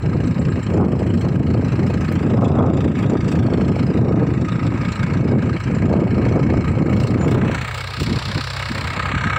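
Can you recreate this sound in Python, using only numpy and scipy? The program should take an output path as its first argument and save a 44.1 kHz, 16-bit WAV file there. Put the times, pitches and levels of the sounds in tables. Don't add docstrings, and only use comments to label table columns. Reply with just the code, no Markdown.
import sys
import numpy as np
from scipy import signal
from scipy.fft import rfft, irfft, next_fast_len
from scipy.io import wavfile
from scipy.ndimage import uniform_filter1d

SR = 44100
rng = np.random.default_rng(int(sys.argv[2]) if len(sys.argv) > 2 else 0)


def generate_wav(sig):
    pcm = np.round(np.clip(np.atleast_2d(sig).T, -1, 1) * 32767).astype(np.int16)
    wavfile.write(sys.argv[1], SR, pcm)


N = 413658
TIME = np.arange(N) / SR

# start_s, firing_rate [firings per s]
ENGINE_SPEED = [(0.0, 27.28), (0.4, 28.49), (0.8, 27.35), (2.4, 27.71), (3.2, 27.33), (4.8, 27.5),
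                (5.2, 28.22), (5.6, 27.47), (6.4, 28.13), (6.85, 27.83), (7.8, 31.05), (8.6, 32.48),
                (9.38, 32.9)]
# start_s, knock_db, clatter_db [relative levels]
ENGINE_LEVEL = [(0, -35.5, -43.5), (2.4, -30, -40.5), (4, -30, -39.5), (4.9, -29.5, -42.5),
                (5.7, -30.5, -41.5), (6.4, -26, -37.5), (7.2, -25, -41), (7.4, -20.5, -36.5),
                (7.55, -19.5, -31), (7.9, -29, -36.5), (8.2, -27, -31), (8.65, -24, -32.5),
                (9.0, -21, -31.5), (9.38, -20, -33.5)]
BREEZE_DB = -12.5


def tractor():
    # centre_s, half_length_s, gain_db
    flares = [(.85, 0.13, 2.5), (1.203, 0.043, 7), (1.884, 0.021, 10), (2.46, 0.081, 15.5),
              (2.78, 0.099, 6.5), (3, 0.044, 6), (3.316, 0.079, 9), (3.8, 0.33, 1.5), (4.14, 0.093, -4),
              (4.665, 0.023, 11), (4.944, 0.092, 11), (5.617, 0.029, 7.5), (7.043, 0.12, 15.5),
              (7.15, 0.022, -7), (7.317, 0.055, 13), (7.424, 0.022, -6), (7.777, 0.042, 7),
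              (8.024, 0.028, 12)]
    # start_s, share [0-1]
    flicker_share = [(0, 1), (7.1, 1), (7.7, .42), (8.6, .42), (8.9, .6), (9.38, .6)]
    # start_s, level_db [before the flares]
    hiss_level = [(0, -65), (1.2, -60), (2.1, -59), (2.5, -67), (3.2, -63), (3.8, -60), (4.8, -67),
                  (5.3, -69), (6.2, -60), (7.2, -59.5), (7.7, -49.5), (8.3, -54), (8.85, -49), (9.2, -63),
                  (9.38, -64)]
    # [relative, per Hz]
    hiss_spectrum = [(6500, 6), (8000, 6), (9500, -1), (10600, -15.5), (11800, -5.5), (13600, -17),
                     (14500, -1.5), (15200, 2.5), (15800, -4.5)]
    # start_s, level_db
    exhaust_level = [(0, -31), (4, -30), (5, -31), (7.2, -20), (7.8, -29.5), (8.5, -27.5), (8.8, -28.5),
                     (9.38, -22)]

    knock_db, clatter_db = in_time(ENGINE_LEVEL)
    flare_db = sum(db * bell(s, half_s) for s, half_s, db in flares)
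    flicker, = in_time(flicker_share)
    turns = .52 + np.cumsum(in_time(ENGINE_SPEED)[0]) / SR
    clicks = firings(turns, uneven_db=1.6 * flicker, alternate_db=.6, jitter_s=0.0006)

    block = from_db(knock_db) * knock(clicks, ring_db=-10.0, thud_db=-11.0, shift_db=3.3 * flicker)
    metal = clatter(clicks, shift_db=4.2 * flicker, ring_db=-3)
    valves = from_db(clatter_db + 0.77 * flare_db - 4.0) * metal
    strokes = bursts(clicks, rise_s=0.0044, decay_s=0.0061, between=0.19, grain_db=5.0)
    hiss = from_db(in_time(hiss_level)[0] + flare_db) * colour(noise() * strokes, hiss_spectrum)
    thrum = from_db(in_time(exhaust_level)[0]) * exhaust(turns, rough_db=3 * flicker)
    gear = running_gear(level_db=-35.5, clicks=clicks)
    return shadow(block + gear + reflection(valves) + sizzle(clicks)) + hiss + thrum


def firings(turns, uneven_db, alternate_db, jitter_s):
    at = np.flatnonzero(np.diff(np.floor(turns)))
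    late, force = rng.standard_normal((len(at), 2)).T
    places = np.clip(at + (late * jitter_s * SR).astype(int), 0, N - 1)
    clicks = np.zeros(N)
    clicks[places] = from_db(uneven_db[at] * force + alternate_db * np.cos(np.pi * turns[at]))
    return clicks


def bursts(clicks, rise_s, decay_s, between, grain_db):
    age = TIME[:SR // 10]
    swell = (1 - np.exp(-(age / rise_s) ** 2)) * np.exp(-age / decay_s)
    envelope = signal.fftconvolve(clicks, swell / swell.max())[:N]
    return np.sqrt(envelope ** 2 + between ** 2) * from_db(grain_db * drift(1500))


def knock(clicks, ring_db, thud_db, shift_db):
    # pitch_hz, width_hz, level_db [relative]
    block_modes = [(540, 160, -9), (1010, 100, -11), (1248, 65, 2), (1618, 70, -1), (1820, 220, -7),
                   (2210, 70, 0), (2530, 260, -9), (2930, 70, -12)]
    # [relative, per Hz]
    thud_spectrum = [(200, -13.5), (400, -9), (800, 2.5), (1300, 10), (1900, 10), (2600, -6), (3200, -16.5),
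                     (4200, -41)]
    blows = bursts(clicks, rise_s=.005, decay_s=.006, between=.15, grain_db=1.5)
    modes = ringing(blows * noise(), block_modes, shift_db, drift_rate=31)
    modes = signal.sosfilt(signal.butter(2, 3200, fs=SR, output="sos"), modes)
    return from_db(ring_db) * rms_one(modes) + from_db(thud_db) * colour(blows * noise(), thud_spectrum)


def ringing(drive, modes, shift_db, drift_rate):
    out = 0
    for k, (hz, width_hz, db) in enumerate(modes):
        strength = from_db(db + shift_db * drift(drift_rate))
        out = out + (-1) ** k * strength * resonance(drive, hz, width_hz)
    return out


def clatter(clicks, shift_db, ring_db, count=16):
    # pitch_hz, width_hz, level_db [relative]
    cover_modes = [(2560, 110, 1), (2850, 90, -2), (3550, 50, -3), (3840, 45, -2), (4085, 60, -1),
                   (4350, 110, -2), (4980, 150, -4), (5450, 160, -7)]
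    # [relative, per Hz]
    rattle_spectrum = [(2000, -12.5), (2800, 8), (3500, 4.5), (4200, 3.5), (5000, -5.5), (5900, -2),
                       (6600, -3), (7400, -1.5), (8300, -11), (9500, -28), (11000, -44.5)]
    strokes = bursts(clicks, rise_s=.0045, decay_s=.0095, between=.15, grain_db=2.2)
    edges_hz = np.geomspace(2200, 10000, count + 1)
    white = noise(), noise()
    rattle = 0
    for k in range(count):
        band = signal.butter(2, edges_hz[k:k + 2], "band", fs=SR, output="sos")
        rattle = rattle + signal.sosfilt(band, white[k % 2]) * from_db(shift_db * drift(20.0))
    ring = ringing(strokes * noise(), cover_modes, shift_db, drift_rate=25)
    ring = signal.sosfilt(signal.butter(2, [2000, 6500], "band", fs=SR, output="sos"), ring)
    return rms_one(colour(rattle * strokes, rattle_spectrum) + from_db(ring_db) * rms_one(ring))


def exhaust(turns, rough_db):
    # multiple [of the firing rate], level_db [relative, before the pipe]
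    harmonics = [(.5, -20), (1, -18), (1.5, -13), (2, 2), (2.5, -9), (3, 0), (3.5, -11), (4, 1), (4.5, -9),
                 (5, -9), (5.5, -13), (6, -13), (6.5, -12), (7, -11), (8, -14), (10, -13), (12, -11)]
    pipe_hz, pipe_width_hz = 112, 50
    rate, = in_time(ENGINE_SPEED)
    out = 0
    for k, db in harmonics:
        pipe = 1 / np.sqrt(1 + (2 * (k * rate - pipe_hz) / pipe_width_hz) ** 2)
        tone = np.sin(2 * np.pi * (k * turns + rng.random()))
        out = out + pipe * from_db(db + rough_db * drift(6)) * tone
    return rms_one(out)


def running_gear(level_db, clicks):
    # [relative, per Hz]
    drone_spectrum = [(300, -9.5), (520, 4.5), (720, -1), (1000, 3.5), (1500, -4), (2500, -3), (3400, -19)]
    # pitch_hz, width_hz
    whine_bands = [(1255.5, 94), (1610, 140), (2225, 92)]
    # start_s, low_db, middle_db, high_db
    whine_level = [(0, -47.5, -49, -54.5), (3.8, -41.5, -45, -59), (4.5, -37, -49, -52),
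                   (5.0, -38.5, -45, -39), (5.6, -49, -42, -49), (6.4, -37, -48, -37),
                   (7.5, -39, -44, -43.5), (8.5, -47, -53, -51), (9.38, -29, -29, -34)]
    knock_db = in_time(ENGINE_LEVEL)[0]
    nearness_db = .5 * (knock_db - knock_db.mean())
    drone = from_db(level_db + nearness_db) * colour(noise() * from_db(2.85 * drift(59)), drone_spectrum)
    jolts = bursts(clicks, rise_s=.003, decay_s=.007, between=.4, grain_db=1)
    whine = 0
    for (hz, width_hz), db in zip(whine_bands, in_time(whine_level)):
        once = resonance(jolts * noise(), hz, width_hz)
        whine = whine + from_db(db) * rms_one(resonance(once, hz, width_hz))
    return drone + whine


def sizzle(clicks):
    # start_s, level_db [relative]
    facing = [(7.4, -86), (7.6, -49), (7.8, -42), (8.25, -37.5), (8.6, -38), (8.9, -45), (9.1, -54),
              (9.38, -83)]
    # [relative, per Hz]
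    straight_spectrum = [(2700, -10), (3600, 4), (4400, 7.5), (5700, -3.5), (6600, -6.5), (8000, -21),
                         (9200, -17.5), (10500, -17.5), (12500, -30.5), (14000, -34), (15500, -40)]
    strokes = bursts(clicks, rise_s=0.0033, decay_s=0.0037, between=0.26, grain_db=-2)
    points_hz, points_db = np.transpose(straight_spectrum)

    def colour_db(hz, s):
        centre_hz = shadow_at(s)[0]
        straight_hz = np.maximum(hz, 1) * centre_hz.max() / centre_hz
        low_cut_db = 40 * np.log10(np.minimum(straight_hz / points_hz[0], 1))
        return np.interp(np.log(straight_hz), np.log(points_hz), points_db) + low_cut_db

    return from_db(in_time(facing)[0] + 0.5) * rms_one(sliding(noise() * strokes, colour_db))


def reflection(x):
    # start_s, lag_ms, strength [0-1]
    echo_path = [(0, .98, .25), (2.1, .96, .25), (2.3, .78, .2), (2.6, .83, .4), (3.3, .86, .5),
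                 (3.8, .97, .6), (4.2, 1.12, .5), (4.6, 1.06, .05), (5.2, 1, .1), (5.6, .97, .2),
                 (7, .97, .2), (7.4, .97, 0)]
    lag_ms, strength = in_time(echo_path)
    fine = signal.resample_poly(x, 4, 1)
    echo = np.interp(TIME - lag_ms / 1000, np.arange(4 * N) / (4 * SR), fine)
    return (x + strength * echo) / np.sqrt(1 + strength ** 2)


def shadow_at(s):
    # start_s, centre_hz, depth_db
    shadow_path = [(0, 3300, 7), (.5, 3400, 7), (.9, 3680, 10), (1.5, 3500, 6), (2.05, 3450, 5),
                   (2.3, 4400, 9), (2.8, 4150, 6), (3.5, 4050, 4), (4.15, 3200, 7), (4.7, 3050, 4),
                   (5.2, 3250, 5), (5.8, 3580, 10), (6.8, 3550, 10), (7.2, 3400, 4), (7.38, 4900, 8),
                   (7.6, 5150, 13), (7.8, 6000, 8), (8.1, 6350, 6), (8.7, 6300, 6), (9.0, 5750, 12),
                   (9.15, 5200, 14), (9.38, 4800, 12)]
    at, hz, depth_db = np.transpose(shadow_path)
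    return np.interp(s, at, hz), np.interp(s, at, depth_db)


def shadow(x):
    width = .085

    def dip_db(hz, s):
        centre_hz, depth_db = shadow_at(s)
        return -depth_db * np.exp(-((hz / centre_hz - 1) / width) ** 2)

    return sliding(x, dip_db)


def squeak(waver):
    # start_s, level_db
    squeak_level = [(7.15, -80), (7.2, -41), (7.24, -33), (7.28, -55), (7.35, -97)]
    pitch_hz = 7040 * (1 + waver * drift(120))
    level_db, = in_time(squeak_level)
    sounding = (TIME > squeak_level[0][0]) & (TIME < squeak_level[-1][0])
    return sounding * from_db(level_db) * np.sin(2 * np.pi * np.cumsum(pitch_hz) / SR)


def wind(rumble_db, buffet_db, lumps_db, eddies_db, sway_db, sway_follows, flutter_db):
    # [relative, per Hz]
    sway_spectrum = [(15, -12.5), (32, -7.5), (48, -9), (62, 2.5), (90, 15), (160, -8)]
    rumble_spectrum = [(20, -41), (33, -34.5), (45, -60), (58, -15), (78, -2.5), (120, 2), (180, 0),
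                       (260, -5), (360, -12), (600, -52.5)]
    buffet_spectrum = [(150, 0.5), (250, 1), (340, 0), (480, -3), (700, -14), (1000, -22), (1400, -44.5),
                       (2200, -87)]
    flutter_spectrum = [(400, 0.5), (650, 12.5), (900, 3.5), (1250, 6), (1550, -8), (2400, -41.5)]
    buffet_growth, flutter_growth = 1.74, 3.66
    force_db = wind_strength() - BREEZE_DB
    lumps = lumps_db * drift(49)
    flaps = from_db(lumps + eddies_db * np.tanh(drift(240)))
    rumble = from_db(rumble_db + force_db) * colour(noise() * from_db(lumps), rumble_spectrum)
    buffet = from_db(buffet_db + buffet_growth * force_db) * colour(noise() * flaps, buffet_spectrum)
    sway = from_db(sway_db + sway_follows * force_db) * colour(noise(), sway_spectrum)
    flutter = from_db(flutter_db + flutter_growth * force_db) * colour(noise() * flaps, flutter_spectrum)
    return sway + rumble + buffet + flutter


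def wind_strength():
    # start_s, strength_db
    wind_swell = [(0, -13.5), (.55, -18), (.7, -15.5), (.8, -7), (1.0, -13), (1.55, -13.5), (2.15, -18.5),
                  (2.3, -12.5), (2.42, -5.5), (2.52, -8.5), (2.64, -4.5), (2.78, -11), (2.95, -12),
                  (3.42, -10), (3.8, -13), (4.18, -9.5), (4.45, -15.5), (5.0, -20.5), (5.35, -11),
                  (5.6, -19), (5.8, -14.5), (5.97, -8), (6.15, -13.5), (6.3, -11), (6.5, -12), (6.9, -9.5),
                  (7.47, -10.5), (7.7, -46), (8.62, -51), (8.75, -30), (9.38, -34)]
    # centre_s, half_length_s, depth_db
    lulls = [(0, 0.032, 18), (0.64, 0.026, 11), (1.706, 0.018, 9), (2.967, 0.039, 7.5), (3.22, 0.11, 7.5),
             (4.5, 0.034, 9), (4.948, 0.022, 14), (5.61, 0.038, 13.5), (6.672, 0.044, 9)]
    # centre_s, half_length_s, peak_db
    gusts = [(1.268, 0.017, -17), (1.887, 0.1, -21), (3.154, 0.031, -13.5), (6.377, 0.033, -15),
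             (8.014, 0.025, -18.5), (8.123, 0.053, -16.5), (8.287, 0.024, -21), (8.375, 0.024, -18.5),
             (8.713, 0.019, -26.5), (9.159, 0.013, -23), (9.275, 0.026, -22.5)]
    swell_db = in_time(wind_swell)[0] - sum(depth * bell(s, half_s) for s, half_s, depth in lulls)
    gust = sum(from_db(db) * bell(s, half_s) for s, half_s, db in gusts)
    return 20 * np.log10(from_db(swell_db) + gust)


def slaps(per_s, level_db, low_hz, high_hz, crowding):
    force = from_db(wind_strength() - BREEZE_DB)
    born = rng.random(N) < per_s * force ** crowding / SR
    clicks = born * rng.uniform(0.41, 1, N) * rng.choice([-1, 1], N) * np.minimum(force, 2)
    dull = signal.butter(3, high_hz, fs=SR, output="sos")
    pops = signal.sosfilt(dull, clicks + 1e-18) * SR / (2 * high_hz)
    return from_db(level_db) * signal.sosfilt(signal.butter(1, low_hz, "high", fs=SR, output="sos"), pops)


def hard_slaps(cycles):
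    # centre_s, pitch_hz, peak_db [before the port rounds it off]
    big_eddies = [(.83, 650, -11), (1.021, 550, -11), (1.553, 500, -9), (1.907, 500, -10), (2.499, 550, -6),
                  (2.569, 650, -11), (2.599, 650, -8), (2.628, 603, -8), (2.649, 650, -6),
                  (3.112, 500, -18), (3.143, 600, -8), (3.406, 550, -10), (3.486, 620, -8),
                  (3.766, 550, -7), (5.849, 553, -10), (5.901, 550, -5), (5.94, 550, -2), (6.328, 550, -13),
                  (6.354, 500, -14), (6.542, 555, -8), (7.017, 550, -13), (7.498, 500, -6),
                  (8.022, 130, -10), (8.078, 150, -13), (8.123, 190, -9), (8.358, 120, -13),
                  (8.702, 110, -18), (9.141, 190, -12), (9.168, 120, -10), (9.26, 300, -15)]
    out = np.zeros(N)
    age = (np.arange(SR // 10) - SR // 20) / SR
    for s, hz, db in big_eddies:
        start = int(s * SR) - SR // 20
        push = np.exp(-(age * hz / cycles) ** 2) * np.cos(2 * np.pi * hz * age)
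        out[start:start + len(age)] += from_db(db) * push
    return out


def chips(drop_hz, drop_s, decay_s, scatter_db):
    # start_s, pitch_hz, peak_db [before the tail]
    bird_calls = [(.258, 7450, -46), (.394, 7200, -41), (0.501, 7300, -42), (.631, 7140, -40),
                  (.994, 7600, -47), (1.094, 7300, -46), (1.195, 7400, -42), (2.058, 7900, -60)]
    age, out = TIME[:SR // 10], np.zeros(N)
    for s, hz, db in bird_calls:
        pitch_hz = hz + drop_hz * np.exp(-age / drop_s)
        swell = age / drop_s * np.exp(1 - age / drop_s)
        note = swell * np.sin(2 * np.pi * np.cumsum(pitch_hz) / SR)
        scatter = rng.standard_normal(len(age)) * np.exp(-age / decay_s)
        scatter = scatter / np.linalg.norm(scatter)
        tail = from_db(scatter_db) * signal.fftconvolve(note, scatter)[:len(age)]
        start = int(s * SR)
        out[start:start + len(age)] += from_db(db) * (note + tail)
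    return out


def ticks(decay_s, low_hz):
    # start_s, level_db [relative]
    tick_times = [(2.124, -23), (2.143, -36), (3.43, -36)]
    envelope = 0
    for s, db in tick_times:
        envelope = envelope + from_db(db) * (TIME >= s) * np.exp(-np.abs(TIME - s) / decay_s)
    return signal.sosfilt(signal.butter(2, low_hz, "high", fs=SR, output="sos"), envelope * noise()) / 2


def port_hiss(level_db, follow):
    ring_hz, width_hz = 7450, 750
    clatter_db = in_time(ENGINE_LEVEL)[1]
    ring = resonance(resonance(noise(), ring_hz, width_hz), ring_hz, width_hz)
    return from_db(level_db + follow * (clatter_db - clatter_db.mean())) * rms_one(ring)


def from_db(db):
    return np.exp(np.asarray(db) * (np.log(10) / 20))


def rms_one(x):
    return x / np.sqrt(np.mean(x ** 2) + 1e-20)


def in_time(rows):
    s, *columns = np.transpose(rows)
    return [np.interp(TIME, s, column) for column in columns]


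def bell(s, half_s):
    return np.exp(-np.minimum(((TIME - s) / half_s) ** 2, 50))


def noise():
    return rng.standard_normal(N)


def drift(rate, size=16):
    count = next_fast_len(N // size + 2)
    bins_hz = np.arange(count // 2 + 1) * SR / size / count
    slow = irfft(rfft(rng.standard_normal(count)) * np.exp(-(bins_hz / rate) ** 2), count)
    return np.interp(np.arange(N) / size, np.arange(count), rms_one(slow))


def colour(x, spectrum):
    hz, level_db = np.transpose(spectrum)
    log_hz = np.log(np.maximum(np.arange(N // 2 + 1) * SR / N, 1))
    outside = np.abs(log_hz - np.clip(log_hz, np.log(hz[0]), np.log(hz[-1])))
    gain_db = np.interp(log_hz, np.log(hz), level_db) - 20 * outside
    return rms_one(irfft(rfft(x) * from_db(gain_db), N))


def resonance(x, hz, width):
    r = np.exp(-np.pi * width / SR)
    zeros = np.array([1, 0, -1]) * (1 - r * r) / 2
    poles = [1, -2 * r * np.cos(2 * np.pi * hz / SR), r * r]
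    return signal.lfilter(zeros, poles, x)


def sliding(x, gain_db):
    hz, s, frames = signal.stft(x, SR, nperseg=512, boundary="even")
    return signal.istft(frames * from_db(gain_db(hz[:, None], s)), SR)[1][:N]


def limiter(x):
    threshold_db, share_removed, release_db_per_s, detect_s = -14, 0.81, 85, 0.0067
    span = max(int(detect_s * SR), 1)
    level_db = 10 * np.log10(np.abs(uniform_filter1d(x ** 2, span)) + 1e-12)
    excess_db = np.maximum(level_db - threshold_db, 0)
    release_db = release_db_per_s * TIME
    held_db = np.maximum.accumulate(excess_db + release_db, axis=-1) - release_db
    return x * from_db(-share_removed * uniform_filter1d(held_db, span))


def scene():
    air = wind(rumble_db=-12.5, buffet_db=-19.0, lumps_db=2.5, eddies_db=8.0,
               sway_db=-27.5, sway_follows=0.3, flutter_db=-39.0)
    air = air + slaps(per_s=26, level_db=-14.5, low_hz=300, high_hz=800, crowding=1.6)
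    air = air + hard_slaps(cycles=0.6)
    top = 1.86
    machine = tractor() + squeak(waver=0.0028)
    nearby = ticks(decay_s=0.0012, low_hz=6000)
    bird = chips(drop_hz=900, drop_s=0.0014, decay_s=0.017, scatter_db=6)
    hiss = port_hiss(level_db=-59.0, follow=0.31)
    return (machine + bird + nearby + hiss + top * np.tanh(air / top))[None]


def record(dry):
    dip_hz, dip_width_hz, cutoff_hz = 6620, 650, 15700
    notched = dry - .87 * resonance(dry, dip_hz, dip_width_hz)
    return signal.sosfilt(signal.ellip(10, .1, 80, cutoff_hz, fs=SR, output="sos"), limiter(notched))


dry = scene()
out = record(dry)
generate_wav(out)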